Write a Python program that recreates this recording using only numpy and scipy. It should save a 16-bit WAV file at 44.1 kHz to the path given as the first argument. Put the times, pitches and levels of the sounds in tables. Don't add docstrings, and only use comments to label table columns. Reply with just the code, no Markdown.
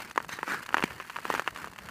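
import sys
import numpy as np
from scipy import signal
from scipy.fft import rfft, irfft, next_fast_len
from scipy.io import wavfile
from scipy.ndimage import uniform_filter1d, map_coordinates

SR = 44100
rng = np.random.default_rng(int(sys.argv[2]) if len(sys.argv) > 2 else 0)


def dump_mix(stems):
    frames = np.atleast_2d(stems).T
    limited = np.clip(frames, -1, 1)
    pcm = np.round(limited * 32767).astype(np.int16)
    wavfile.write(sys.argv[1], SR, pcm)


N = 83790


def amp(db):
    return 10 ** (np.asarray(db) / 20)


def unit(x):
    return x / np.sqrt(np.mean(x ** 2) + 1e-20)


def gain(points, hz):
    point_hz, point_db = np.transpose(points)
    return amp(np.interp(np.log(hz + 1), np.log(point_hz + 1), point_db))


def noise(points, size):
    spectrum = rfft(rng.standard_normal(size))
    return unit(irfft(spectrum * gain(points, np.fft.rfftfreq(size, 1 / SR)), size))


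def knock(points, shape=lambda hz: 1, size=4096):
    hz = np.fft.rfftfreq(size, 1 / SR)
    cepstrum = irfft(np.log(gain(points, hz) * shape(hz)))
    cepstrum[1:size // 2] *= 2
    cepstrum[size // 2 + 1:] = 0
    response = irfft(np.exp(rfft(cepstrum)))
    return response / np.abs(response).max()


def fade(t, t60):
    return np.exp(-np.log(1000) * t / t60)


def wobble(rate):
    return map_coordinates(rng.standard_normal(8192), [np.arange(N) * rate / SR], mode="wrap")


def add(track, s, sound):
    part = track[max(0, round(s * SR)):][:len(sound)]
    part += sound[:len(part)]


def air():
    # frequency in Hz, level in dB.
    rumble_colour = [(20, -56), (35, -8.5), (60, -3), (110, -4), (170, 0), (300, -12), (700, -12),
                     (3000, -37), (15000, -60)]
    # time in seconds, level in dB.
    rumble_level = [(0, -59), (.2, -58.5), (.32, -57), (.6, -60.5), (.93, -51), (1.2, -66), (1.55, -57.5),
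                    (1.8, -56.5)]
    level_db = np.interp(np.arange(N) / SR, *np.transpose(rumble_level))
    uneven = amp(5.1 * wobble(25.16))
    return amp(level_db) * unit(noise(rumble_colour, size=N) * uneven)


def chatter():
    catches_per_s, spread_db = 100, 3.5
    rise_s, t60_s = .002, 0.024
    smooth_share = .45
    when, strength = rng.standard_normal(size=(2000, 2))[:int(catches_per_s * N / SR)].T
    at = ((np.arange(len(when)) + when / 2) / catches_per_s * SR).astype(int) % N
    catches = np.bincount(at, amp(spread_db * np.clip(strength, -2, 2)), N)
    t = np.arange(SR // 10) / SR
    one_catch = np.minimum(t / rise_s, 1) * fade(t, t60_s)
    return unit(smooth_share + unit(signal.fftconvolve(catches, one_catch)[:N]))


def crunch(points, force):
    grains_per_s, spread_db, patchy_db = 1500, -2, 3.5
    present = rng.random(N) < grains_per_s / SR
    sign = np.sign(rng.standard_normal(N))
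    grains = present * sign * amp(spread_db * np.clip(rng.standard_normal(N), -2, 2))
    crushed = signal.fftconvolve(grains * force, knock(points))[:N]
    spectrogram = signal.stft(crushed, nperseg=1024)[2]
    patches = uniform_filter1d(rng.standard_normal(spectrogram.shape), size=3, axis=0)
    return unit(signal.istft(spectrogram * amp(patchy_db * unit(patches)), nperseg=1024)[1][:N])


def scrape():
    # time in seconds, level in dB.
    scrape_level = [(0, -37.5), (0.031, -41.5), (.07, -49), (0.094, -44), (.125, -58), (.2, -50),
                    (.284, -57), (.296, -47), (0.332, -38.5), (.365, -50), (.41, -48), (.56, -46),
                    (0.621, -45), (.68, -54.5), (.72, -51.5), (.79, -42.5), (.86, -40.5), (.9, -43.5),
                    (.96, -49.5), (1.01, -48), (1.05, -48.5), (1.22, -48), (1.28, -39.5), (1.362, -35.5),
                    (1.44, -50), (1.49, -42.5), (1.524, -55.5), (1.57, -44), (1.64, -42.5), (1.72, -59),
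                    (1.81, -49), (1.9, -49)]
    # frequency in Hz, level in dB.
    grain_colour = [(40, -17.5), (110, -5.5), (190, -1.5), (350, -4), (680, -10), (980, -2), (1350, -1),
                    (1750, 0.5), (2250, -4.5), (2800, -6), (3500, -15), (6000, -21), (15000, -27.5)]
    # frequency in Hz, level in dB.
    hiss_colour = [(1500, -23), (3500, -9), (4400, 6.5), (5400, -2), (6500, -0.5), (9000, -1.5),
                   (15000, -5)]
    crunch_db = -0.5
    glide_db, hiss_db = -43.5, -56
    hiss_grows = 0.43
    flutter_db, flutter_per_s = 1, 600

    level_db = np.interp(np.arange(N) / SR, *np.transpose(scrape_level))
    bumps = chatter()
    dust = unit(noise(hiss_colour, size=N) * bumps * amp(flutter_db * wobble(flutter_per_s)))
    grains = crunch(grain_colour, np.sqrt(bumps))
    dust_gain = amp(hiss_db + hiss_grows * (level_db - glide_db))
    return amp(level_db + crunch_db) * grains + dust_gain * dust


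def push_off():
    # frequency in Hz, level in dB.
    shave_colour = [(60, -38), (170, -7.5), (380, -3.5), (700, -16.5), (1050, -6.5), (1450, 3),
                    (2100, -6.5), (3000, -19.5), (6000, -22.5), (15000, -33)]
    start_s, attack_s, hold_s, t60_s = 0.4588, 0.025, 0.061, 0.17
    level_db = -32.5
    t = np.arange(N) / SR - start_s
    force = np.clip(t / attack_s, 0, 1) * fade(np.maximum(t - attack_s - hold_s, 0), t60_s)
    return amp(level_db) * force * crunch(shave_colour, 1)


def blade():
    # start in seconds, level in dB, attack in seconds,
    # time to fade by 60 dB in seconds.
    touches = [(0.2902, -40.5, 0.00053, 0.067), (0.31, -36.5, 0.016, 0.19)]
    # frequency in Hz, width in Hz, relative level in dB.
    steel = [(1650, 360, 10), (2220, 170, 7), (3820, 250, 3.5), (6300, 140, 2), (7000, 400, -15.5)]
    f = np.fft.rfftfreq(N, 1 / SR)
    body = 0
    for k, (hz, width, db) in enumerate(steel):
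        resonance = 1j * f * width / (hz * hz - f * f + 1j * f * width)
        body = body + (-1) ** k * amp(db) * resonance
    contact = np.zeros(N)
    t = np.arange(SR // 2) / SR
    for s, db, attack, t60 in touches:
        add(contact, s, amp(db) * np.minimum(t / attack, 1) * fade(np.maximum(t - attack, 0), t60))
    return contact * unit(irfft(rfft(rng.standard_normal(N)) * body, N))


def thud():
    # frequency in
    # Hz, level in dB.
    landing = [(40, -8), (100, -41), (165, 11.5), (260, 1), (440, -4.5), (640, -20.5), (1000, 1), (1900, -16),
               (2330, 13.5), (2800, -41), (15000, -54)]
    start_s, peak_db = .8388, -11
    contact_s, damp_s = 0.0021, .003
    low_hz = 125
    out = np.zeros(N)
    push = signal.lfilter([1], [1, -np.exp(-2 * np.pi / (contact_s * SR))], knock(landing))
    push = push / (1 + (np.arange(len(push)) / SR / damp_s) ** 3)
    push = signal.sosfilt(signal.butter(2, low_hz, "highpass", fs=SR, output="sos"), push)
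    add(out, start_s, amp(peak_db) * push / np.abs(push).max())
    return out


def crack(dull_hz, bass_db, treble_db, bass_hz=600):
    # frequency in Hz, level in dB.
    ice = [(40, -50), (100, -32.5), (180, -16), (290, -8.5), (500, -8.5), (700, -8), (950, 0.5), (1150, 0),
           (1400, -1), (1800, -2), (2150, -8.5), (2750, -2.5), (3100, -6), (3600, -14), (6500, -12),
           (9000, -22.5), (15000, -25)]
    # frequency in Hz, level in dB.
    snap_colour = [(1500, 0), (3500, 5), (4500, 2.5), (5400, -7.5), (6400, 4), (8000, -3.5), (15000, -9.5)]
    dull_slope, dull_floor_db = 4.26, -19
    splinter_db, splinter_s = -13, .002
    ring_db, ring_t60_s, rise_s = -7.5, 0.023, 0.00066
    snap_db, snap_t60_s = -25.5, 0.02

    def colour(hz):
        dull = amp(dull_floor_db) + 1 / np.sqrt(1 + (hz / dull_hz) ** (2 * dull_slope))
        return dull * amp(bass_db / (1 + (hz / bass_hz) ** 4))

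    first = knock(ice, colour)
    t = np.arange(len(first)) / SR
    rise = 1 - np.exp(-t / rise_s)
    out = first.copy()
    for when, strength in rng.random(size=(3, 2)):
        add(out, splinter_s * when, amp(splinter_db) * (2 * strength - 1) * first)
    scatter = rng.standard_normal(len(t)) * fade(t, ring_t60_s) * rise
    out += amp(ring_db) * signal.fftconvolve(first, scatter / np.linalg.norm(scatter))[:len(t)]
    snap = noise(snap_colour, size=len(t)) * fade(t, snap_t60_s) * rise
    return out + amp(snap_db + treble_db) * snap


def crackle():
    ticks_per_s, tick_db, spread_db = 30, -38.5, 2.5
    dull_hz, treble_db = 2320, 7
    out = np.zeros(N)
    for k in range(int(ticks_per_s * N / SR)):
        s = (k + rng.random()) / ticks_per_s
        db = tick_db + spread_db * rng.uniform(-0.92, 1)
        speed = np.exp(rng.normal(0, 0.46))
        add(out, s, amp(db) * crack(dull_hz * speed, 0, treble_db))
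    return out


def cracks():
    # start in seconds, level of the first knock's peak in dB,
    # frequency in Hz above which it is dull, bass change in dB, brittle treble change in dB.
    fractures = [(0.1114, -26.5, 2630, -14, 14), (0.1597, -24, 2200, 10, 10),
                 (0.1776, -7.5, 1750, -1.5, -3.5), (0.203, -22.5, 2000, -1, -5),
                 (0.2467, -28.5, 1810, 5, 12), (0.2924, -24, 2480, 6.5, 14), (0.3887, -23, 2000, 7, -1),
                 (.391, -26.5, 2300, 0, -6), (0.4306, -15, 1770, -2.5, -18), (.479, -20.5, 1800, 4, -9),
                 (0.52, -21, 2250, 0, 13), (0.5365, -23, 2200, -10, -6), (0.6295, -28.5, 2060, -14, 5),
                 (0.6622, -27, 3120, -24, 14.5), (0.6909, -22, 2740, -1, 3), (.7063, -30, 2000, 5, -8),
                 (0.7279, -24, 3000, 2, -13), (.7439, -5, 1910, -3, -0.5), (0.7695, -12.5, 2520, 4.5, -6),
                 (0.7826, -12.5, 3440, 4.5, -9), (.795, -19, 2000, 7, -10), (0.8255, -14.5, 2680, -4, -2),
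                 (0.8379, -14.5, 4080, -7, 14.5), (0.9068, -25.5, 2520, -19, -2),
                 (1.0007, -22.5, 2950, 2, 0), (1.0064, -26.5, 2400, -7, -1), (1.0239, -30, 2620, -5, 10.5),
                 (1.098, -26.5, 2620, -4, 14), (1.102, -23.5, 2840, -12, -8), (1.1609, -22, 2740, -6, -8),
                 (1.1652, -20.5, 2730, -4.5, 7), (1.187, -22.5, 1600, -5, -2),
                 (1.2532, -17.5, 2250, 2.5, 7), (1.302, -11, 1130, 2.5, -6), (1.34, -15, 1800, 10.5, 9),
                 (1.35, -15.5, 2120, -2, 8), (1.3786, -22, 2600, 7, 5), (1.3958, -10.5, 1760, -2, 4),
                 (1.42, -28, 1800, 6, 13), (1.4767, -11.5, 2820, -1, -0.5), (1.483, -26, 2190, -2, -14),
                 (1.561, -25.5, 3100, -2, 10.5), (1.5742, -27.5, 3040, 6, 14), (1.6439, -23, 1710, 2, 6),
                 (1.673, -28, 1540, 2, 10), (1.727, -34.5, 1530, 14.5, 7), (1.7613, -32, 2390, -3, 11.5),
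                 (1.7875, -25.5, 2920, -9, 12), (1.8876, -26, 2320, -13, 8)]
    out = np.zeros(N)
    for s, db, dull_hz, bass_db, treble_db in fractures:
        add(out, s, amp(db) * crack(dull_hz, bass_db, treble_db))
    return out


def scene():
    return (air() + scrape() + push_off() + blade() + thud() + crackle() + cracks())[None]


def record(dry):
    top_hz = 15500
    size = next_fast_len(N + SR // 2)
    keep = np.fft.rfftfreq(size, 1 / SR) < top_hz
    return irfft(rfft(dry, size) * keep, size)[..., :N]


dry = scene()
out = record(dry)
dump_mix(out)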